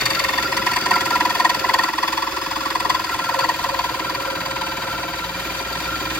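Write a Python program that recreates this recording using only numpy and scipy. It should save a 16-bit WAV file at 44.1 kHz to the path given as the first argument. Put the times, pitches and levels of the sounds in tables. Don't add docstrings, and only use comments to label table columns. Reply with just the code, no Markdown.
import sys
import numpy as np
from scipy import signal
from scipy.fft import rfft, irfft
from scipy.io import wavfile
from scipy.ndimage import uniform_filter1d, map_coordinates

SR = 44100
rng = np.random.default_rng(int(sys.argv[2]) if len(sys.argv) > 2 else 0)


def master(y):
    cut = np.clip(np.atleast_2d(y).T, -1, 1)
    pcm = np.round(cut * 32767)
    wavfile.write(sys.argv[1], SR, pcm.astype(np.int16))


N = 272979
STROKE_COUNT = 125

# frequency in Hz, width in Hz, then relative dB at even steps as the cut lengthens.
FIN_MODES = [(714.5, 74, -22, -3, -14, -4.5, -8, -5, -7),
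             (890.5, 42, 4, 7, 2, 2, 4, 3, 3.5, 0.5, -6, 1, -4, -2, -1),
             (993, 43, 3, 5.5, 7.5, 3.5, -6, -3, 2, 7, 6, 2.5, 1.5, 6, 0),
             (1029.5, 71, 6.4, 2, 2.1, 6.4, 6, 1, 5), (1081.5, 22, -3, -10, -13, -6, -12, -4, -16),
             (1137.5, 49, 11.5, 2, 0, -11, 5, 9.5, 1, -1, 2, -12, -17, -10, -18)]
# frequency in Hz, width in Hz, then relative dB at even steps.
TEAR_MODES = [(1870, 75, 0, 12, -12, -2), (1960, 150, -3, 5.5, -14, -36), (2135, 120, 13, -31, -13, -31),
              (2153, 21, 17.5, -41, 7, -4), (2363, 45, 14.5, -31, -15, 12), (2630, 82, 11.5, -23, 5.5, -4),
              (2580, 230, -65, 4, -25, -22)]
# frequency in Hz, width in Hz, then relative dB, at even steps if several.
EDGE_MODES = [(3454, 90, -10, 4, 0, -5), (3610, 110, -2, -6, -2, 6), (4511, 69, 6), (4570, 120, -0.5),
              (4624, 60, 9.8), (5560, 350, -3.5), (6170, 41, -3), (7300, 48, 0), (7240, 40, 0),
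              (7900, 45, 7.7)]
# time in seconds, strokes done.
CRANK_TIMES = [(-.349, -8), (.019, 0), (.385, 8), (.7695, 16), (1.1625, 24), (1.553, 32), (1.941, 40),
               (2.326, 48), (2.7115, 56), (3.1, 64), (3.498, 72), (3.9, 80), (4.31, 88), (4.725, 96),
               (5.142, 104), (5.353, 108), (5.556, 112), (5.961, 120), (6.362, 128)]


def blade(turns, bite_db, tear_db, edge_db, drag_db):
    teeth = tooth_strikes(turns)
    out = tooth_bite(turns, teeth, bite_db)
    out += tear_out(turns, teeth, tear_db)
    out += edge_ring(turns, edge_db)
    out += return_drag(turns, drag_db)
    return out + chip_spray(turns, edge_db)


def tooth_strikes(turns):
    teeth_per_stroke = 15.97
    tooth = teeth_per_stroke / 2 * np.sin(2 * np.pi * (turns + .19)) + 0.07 * walk(300)
    pulses = np.exp(11.7 * (np.cos(2 * np.pi * tooth) - 1))
    return unit(pulses - pulses.mean()) * undb(0.5 * walk(300))


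def tooth_bite(turns, teeth, bite_db):
    drive = 0.66 * teeth + 0.4 * rap(turns, at=-0.19) + 0.7 * pattern(turns) + 0.22 * noise()
    return undb(-4.5) * played(drive, turns, FIN_MODES, bite_db, at=-0.12, rise=0.16, fall=0.14, order=2)


def tear_out(turns, teeth, tear_db):
    squeal = 0.48 * chatter(1920, 0.026) + noise()
    out = undb(-11.5) * played(squeal, turns, TEAR_MODES, tear_db, at=0.054, rise=0.087, fall=0.031)
    rough = teeth + noise()
    return out + undb(-25.0) * played(rough, turns, TEAR_MODES, tear_db, at=0.048, rise=0.036, fall=0.19)


def edge_ring(turns, edge_db):
    drive = 0.15 * rap(turns, at=-0.17) + noise()
    return undb(-4.5) * played(drive, turns, EDGE_MODES, edge_db, at=-0.12, rise=0.073, fall=0.074)


def return_drag(turns, drag_db):
    # frequency in Hz, width in Hz, then relative dB, at even steps if several.
    blade_modes = [(1366, 40, 11.7), (1440, 32, -2.2), (4689, 45, 4, -2, -1, -3, -2, -11, -17),
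                   (4700, 16, -5), (2440, 330, -17)]
    drive = 0.055 * chatter(1372, 0.007) + noise()
    return undb(-2.0) * played(drive, turns, blade_modes, drag_db, at=0.3, rise=0.14, fall=0.44)


def chip_spray(turns, edge_db):
    # frequency in Hz, relative dB per Hz.
    chip_colour = [(150, -16), (600, -8.5), (2000, 6), (4000, -5.5), (6000, -11), (7500, -17), (9000, -30),
                   (12000, -46)]
    # frequency in Hz, relative dB per Hz.
    spray_colour = [(6000, -40), (9000, -24), (12000, -14), (15500, -17.5)]
    shape, index = burst(turns, at=-0.11, rise=0.084, fall=0.28)
    chip_db = 0.72 * edge_db + 0.75 * rng.standard_normal(STROKE_COUNT)
    chips = noise() * undb(0.7 * walk(830)) * shape * undb(chip_db[index])
    shape, index = burst(turns, at=-0.08, rise=0.13, fall=0.22)
    spray_db = 0.58 * edge_db + 1.5 * rng.standard_normal(STROKE_COUNT)
    spray = noise() * shape * undb(spray_db[index])
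    out = undb(-25.0) * colour(spray, spray_colour) / np.std(colour(noise(), spray_colour))
    return out + undb(-7.0) * colour(chips, chip_colour) / np.std(colour(noise(), chip_colour))


def strokes():
    # time in seconds, bite in dB, tear-out in dB, edge ring in dB, return drag in dB.
    cut = [(0, -28, -18, -20.5, -52), (.2, -23.5, -17, -31, -37), (.55, -24.5, -19.5, -33.5, -33),
           (1.1, -24.5, -24.5, -31, -29), (1.9, -27, -25, -34.5, -33.5), (2.5, -25, -33.5, -33.5, -35.5),
           (3.1, -24.5, -25, -33.5, -35), (3.9, -30, -34, -38.5, -33.5), (4.6, -26.5, -28.5, -33.5, -29.5),
           (5.3, -30.5, -30, -42, -35), (6.19, -35.5, -30.5, -35.5, -30)]
    # time in seconds, half length in seconds, gain of the bite in dB.
    pushes = [(0.24, 0.028, 1.5), (0.384, 0.031, 4.5), (0.538, 0.034, 3), (0.677, 0.013, 7.5),
              (0.767, 0.031, 6.5), (0.928, 0.044, 11.5), (1.178, 0.066, 10), (1.286, 0.023, 9),
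              (1.45, 0.059, 13), (1.763, 0.11, 12.5), (1.99, 0.018, 1.5), (2.033, 0.029, 7),
              (2.142, 0.037, 2), (2.21, 0.075, 6.5), (2.38, 0.028, 4), (2.547, .02, 7), (2.67, 0.023, 5.5),
              (2.749, 0.015, 11), (2.865, 0.03, 6), (2.92, 0.055, 6.5), (3.181, 0.025, 5.5),
              (3.317, 0.027, 10), (3.413, 0.039, 9), (3.49, 0.037, 12), (3.655, 0.046, 8),
              (3.825, 0.068, 11.5), (3.981, 0.021, 9), (4.125, 0.063, 6), (4.467, 0.018, 3.5),
              (4.643, 0.023, 3.5), (5.04, 0.044, 2.5), (5.142, .02, 2), (5.607, 0.018, 2.5),
              (5.763, 0.072, 5), (6.06, 0.047, 5.5)]
    # time in seconds, dB taken off the bite.
    bite_cuts = [(.112, -0.5), (.157, 8), (.435, 4), (.485, 10), (.822, 13), (1.603, 12), (2.326, 5.5),
                 (3.051, 2), (3.249, 0), (3.55, 4), (5.354, 4), (5.454, 5), (5.659, 4), (5.961, 8)]
    # time in seconds, gain of the drag in dB.
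    squeaks = [(.157, 18), (.387, 7), (.435, 10), (.579, 9.5), (.675, 9), (.822, 3.5), (.919, 9.5),
               (.968, 7.5), (1.115, 8.5), (1.797, 5.5), (1.844, 11.5), (2.808, 9.5), (3.051, 3), (3.1, 6),
               (3.199, 6.5), (3.249, 7), (3.3, 8), (3.399, 14), (3.648, 8.5), (4.001, 5.5), (4.052, 6),
               (4.205, 2.5), (4.881, 4), (5.195, 6), (5.859, 3), (5.91, 6)]
    # time in seconds, relative peak in dB.
    rattles = [(0.0159, -16.5), (0.0618, -12.5), (0.1052, -16), (0.1501, -17), (0.196, -16), (0.2414, -18),
               (0.2902, -19.5), (0.381, -19.5), (0.4284, -18.5), (0.5696, -17), (0.6679, -18.5),
               (0.7647, -18), (0.8121, -21.5), (1.0066, -19), (1.0555, -20.5), (1.2012, -19.5),
               (1.3982, -17.5), (1.4446, -17), (1.4955, -16), (1.5429, -20), (1.5943, -21.5), (1.6432, -25),
               (1.6916, -20.5), (1.7399, -13.5), (1.7858, -18.5), (1.8377, -17), (2.0288, -21.5),
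               (2.0772, -20.5), (2.1281, -21.5), (2.7057, -21.5), (2.8025, -22.5), (2.8993, -16.5),
               (2.9467, -21), (3.0445, -24), (3.0909, -26), (3.239, -24.5), (3.3907, -19.5),
               (3.4895, -19.5), (4.0976, -24), (4.149, -24.5)]
    scatter_db = [1.0, 2.0, 1.8, 2.0]
    rattle_crest_db = 6

    s, done = np.transpose(CRANK_TIMES)
    t = np.interp(np.arange(STROKE_COUNT), done, s)

    def nearest(at):
        return np.argmin(np.abs(t - at))

    def single(rows):
        return sum(db * (t == t[nearest(at)]) for at, db in rows)

    feed = bumps(t, pushes) - single(bite_cuts)
    gains = [feed, 0.94 * feed, 0.69 * feed, single(squeaks)]
    s, *columns = np.transpose(cut)
    chance = (rng.standard_normal((STROKE_COUNT, len(scatter_db))) * scatter_db).T
    bite, tear, edge, drag = (np.interp(t, s, c) + g + r for c, g, r in zip(columns, gains, chance))
    for at, db in rattles:
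        edge[nearest(at)] = db - rattle_crest_db
    return bite, tear, edge, drag


def body(turns):
    # time in seconds, then relative dB of the fan, the thud, the shoe thump,
    # the shake at three times the stroke rate and the plate hum.
    body_levels = [(0, -35.5, -29, -28, -57, -40.5), (.25, -37.5, -31.5, -36, -45, -37),
                   (.6, -38.5, -29.5, -33, -49, -35.5), (1.2, -37.5, -28.5, -37.5, -68, -37.5),
                   (1.8, -39.5, -30.5, -40, -57, -37), (2.15, -40.5, -30.5, -46.5, -50.5, -41.5),
                   (2.96, -40, -32.5, -39.5, -47.5, -37), (3.41, -39.5, -33.5, -39.5, -61, -46),
                   (3.7, -39, -34, -40, -46.5, -39.5), (4.3, -41.5, -31.5, -39.5, -48, -36),
                   (5.43, -39.5, -34, -40.5, -44, -39.5), (6.19, -37.5, -30, -37.5, -38.5, -39.5)]
    s, *columns = np.transpose(body_levels)
    t = np.arange(N) / SR
    fan, thud, shoe, shake, plate = (undb(np.interp(t, s, c)) for c in columns)
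    out = thud * case_thud(turns)
    out += shoe * shoe_thump(turns)
    out += plate * plate_hum(turns, t)
    out += shake * low_shake(turns)
    out += fan * shaken_metal(turns)
    return out + fan * fan_hiss(turns)


def case_thud(turns):
    # frequency in Hz, width in Hz, relative dB.
    case_modes = [(323.8, 24, 1), (377.2, 28.6, -5), (673, 280, -12.5)]
    drive = 0.04 * chatter(325, 0.02) + 0.15 * rap(turns, at=0.08) + pattern(turns) + 0.4 * noise()
    thud_db = 1.5 * rng.standard_normal(STROKE_COUNT)
    return undb(-4.0) * played(drive, turns, case_modes, thud_db, at=0.13, rise=0.12, fall=0.32)


def shoe_thump(turns):
    # frequency in Hz, width in Hz, then relative dB at even steps as the cut lengthens.
    shoe_modes = [(125, 37, -0.5, -2, 5, 3.5), (169.5, 7, -9, 4.5, 1, 11.5),
                  (202, 31, -18, 5.5, -1, -10, -23, -22, -39)]
    knock = unit(burst(turns, at=0.04, rise=0.013, fall=0.021)[0]) * undb(1.2 * walk(11))
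    rattle = unit(burst(turns, at=0.51, rise=0.36, fall=0.19)[0] * noise())
    return undb(-2.5) * unit(ring(knock + 17.0 * rattle + 10.3 * noise(), shoe_modes))


def plate_hum(turns, t):
    # time in seconds, half length in seconds, gain in dB.
    hums = [(.19, .08, 3.5), (0.737, 0.054, -8), (1.752, 0.021, 6.5), (1.92, 0.039, -12), (3.06, 0.045, -9),
            (3.4, 0.084, 15.5), (3.708, 0.047, 7.5), (4.27, 0.044, 4.5)]
    plate_hz, width_hz = 539.8, 17.5
    drive = 0.04 * chatter(plate_hz, 0.00423) + pattern(turns)
    hum = played(drive, turns, [(plate_hz, width_hz, 0)], np.zeros(STROKE_COUNT), at=0.17, rise=0.047, fall=0.47)
    return undb(1.66) * undb(bumps(t, hums)) * hum


def low_shake(turns):
    smooth = uniform_filter1d(turns, size=4001)
    return np.sqrt(2) * np.cos(6 * np.pi * smooth)


def shaken_metal(turns):
    fin = ring(pattern(turns) * undb(2.5 * walk(200)), FIN_MODES)
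    high = ring(noise() * undb(6.5 * walk(200)), TEAR_MODES + EDGE_MODES)
    return undb(3.5) * unit(fin + high)


def gears(turns):
    # frequency in Hz, relative dB.
    housing = [(800, -61), (1590, -44.5), (1750, -46.5), (2370, -42.5), (2560, -43), (3170, -43.5),
               (3430, -38.5), (3700, -32), (3980, -44.5), (4090, -44), (4250, -66), (4750, -43),
               (4880, -56), (4980, -44), (5120, -36.5), (5300, -38), (5450, -46)]
    # time in seconds, gear mesh in Hz before the load and a small wander.
    mesh = [(0, 926), (.3, 893), (.55, 858), (1, 843), (1.75, 843), (2.15, 855), (2.7, 853), (3, 841),
            (3.5, 822), (4, 804), (4.5, 791), (5, 785), (5.5, 798), (5.9, 808), (6.19, 806)]
    load = burst(turns, at=-0.053, rise=.12, fall=.15)[0]
    hz = np.interp(np.arange(N) / SR, *np.transpose(mesh))
    hz = hz * (1 + .014 * (.25 - load) + 0.002 * walk(120))
    phase = 2 * np.pi * np.cumsum(hz) / SR
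    out = np.zeros(N)
    for k in range(1, 7):
        press_db = 13.0 * load * (1.7362 - k / 6)
        level_db = along(housing, k * hz)[0] + press_db - 4.0 + 2.5 * walk(60)
        out += undb(level_db) * np.sin(k * phase)
    return out


def fan_hiss(turns):
    # frequency in Hz, relative dB per Hz.
    fan_colour = [(60, 6), (200, -7), (500, -2), (1200, 6.5), (2500, 4), (4000, 3), (6000, -4.5),
                  (7500, -1.5), (9000, -10.5), (11500, -11.5), (13500, -8), (15500, -13)]
    scuff = 1 + 0.33 * burst(turns, at=0.39, rise=0.085, fall=0.037)[0]
    return undb(8.0) * unit(colour(noise() * scuff * undb(1.5 * walk(60)), fan_colour))


def crank():
    t = np.arange(-SR // 4, N + SR // 8) / SR
    return uniform_filter1d(np.interp(t, *np.transpose(CRANK_TIMES)), size=8001)[SR // 4:][:N]


def burst(turns, at, rise, fall):
    u = (turns - at + .5) % 1 - .5
    index = np.clip(np.floor(turns - at + .5).astype(int), 0, STROKE_COUNT - 1)
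    return np.exp(-.5 * (u / np.where(u < 0, rise, fall)) ** 2), index


def played(drive, turns, modes, db, at, rise, fall, order=1):
    shape, index = burst(turns, at, rise, fall)
    power = np.bincount(index, ring(drive * shape, modes, order) ** 2) / np.bincount(index)
    gain = undb(db) / np.sqrt(power)
    return ring(drive * shape * gain[index], modes, order)


def ring(x, modes, order=1):
    out = 0
    for hz, width, *db in modes:
        share = np.interp(np.arange(N), np.linspace(0, N, len(db)), undb(db))
        section = np.r_[signal.iirpeak(hz, hz / width, fs=SR)]
        out = out + share * signal.sosfilt([section] * order, x)
    return out


def rap(turns, at):
    index = burst(turns, at, 1, 1)[1]
    jitter = 0.002 * rng.standard_normal(STROKE_COUNT)
    return unit(burst(turns + jitter[index], at, .0015, .0015)[0])


def pattern(turns):
    memory, steps = 0.784, 2048
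    rows = signal.lfilter([1], [1, -memory], rng.standard_normal((STROKE_COUNT + 12, steps)), axis=0)
    return unit(map_coordinates(rows.ravel(), [(turns + 9.55) * steps], order=1))


def chatter(hz, wander):
    return np.sqrt(2) * np.sin(2 * np.pi * np.cumsum(hz * (1 + wander * walk(40))) / SR)


def walk(rate):
    k = int(SR / rate)
    held = np.repeat(rng.standard_normal(N // k + 1), k)
    return 1.173 * uniform_filter1d(uniform_filter1d(held, k), k)[:N]


def bumps(t, rows):
    return sum(db * np.exp(-.5 * ((t - s) / half) ** 2) for s, half, db in rows)


def along(table, hz):
    f, *columns = np.transpose(table)
    return [np.interp(np.log(np.maximum(hz, 1)), np.log(f), c) for c in columns]


def colour(x, table):
    return irfft(rfft(x) * undb(along(table, np.fft.rfftfreq(N, 1 / SR))[0]), N)


def noise():
    return rng.standard_normal(N)


def unit(x):
    return x / np.sqrt(np.mean(x ** 2))


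def undb(db):
    return 10 ** (np.asarray(db) / 20)


def scene():
    turns, levels = crank(), strokes()
    return np.array([blade(turns, *levels) + body(turns) + gears(turns) for _ in range(2)])


def record(dry):
    # frequency in Hz, side minus mid in dB,
    # likeness of side and mid from 0 to 1, side phase against mid in radians.
    stereo_width = [(60, -17, 0.83, 1.3), (226, -10, 0.27, 4), (333, -13, 0.97, 2), (475, -3, 0.87, 1.86),
                    (730, -10, 1, 1), (835, 1, 0.8, 3.5), (1000, -17.5, 0.16, -1.5), (1160, 2.5, 0.2, 1.3),
                    (1470, -20.5, 0.8, 2.31), (1624, 2.5, 0.7, 1.5), (1730, -16, 1, 2),
                    (2060, -2.5, 0.2, 5.5), (2500, -1.5, 0.3, 10), (2610, -4.5, 0.5, 8),
                    (3370, 6, 0.65, 7.5), (3456, -0.5, 0.8, 7), (4300, 0, 0.7, 7), (4420, -6.5, 0.97, 6.5),
                    (5500, 3, 0.33, 5.5), (7353, 2.5, 0.5, 7), (8960, 47, 0.07, 2), (9925, 3, 0.29, 1.79),
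                    (12000, -4, 0.49, 1.5), (12900, -31, 0.12, 2), (14000, -55, 0.06, -1)]
    side_db, like, phase = along(stereo_width, np.fft.rfftfreq(N, 1 / SR))
    like, ratio = np.clip(like, 0, 1), undb(side_db)
    mid, second = rfft(dry) / np.sqrt(1 + ratio ** 2)
    side = ratio * (like * mid * np.exp(1j * phase) + np.sqrt(1 - like ** 2) * 1j * second)
    pair = irfft(np.array([mid + side, mid - side]), N)
    low_cut_hz, top_hz = 41, 15800
    pair = signal.sosfilt(signal.butter(3, low_cut_hz, "high", fs=SR, output="sos"), pair)
    return signal.sosfilt(signal.ellip(10, .2, 80, top_hz, fs=SR, output="sos"), pair)


dry = scene()
out = record(dry)
master(out)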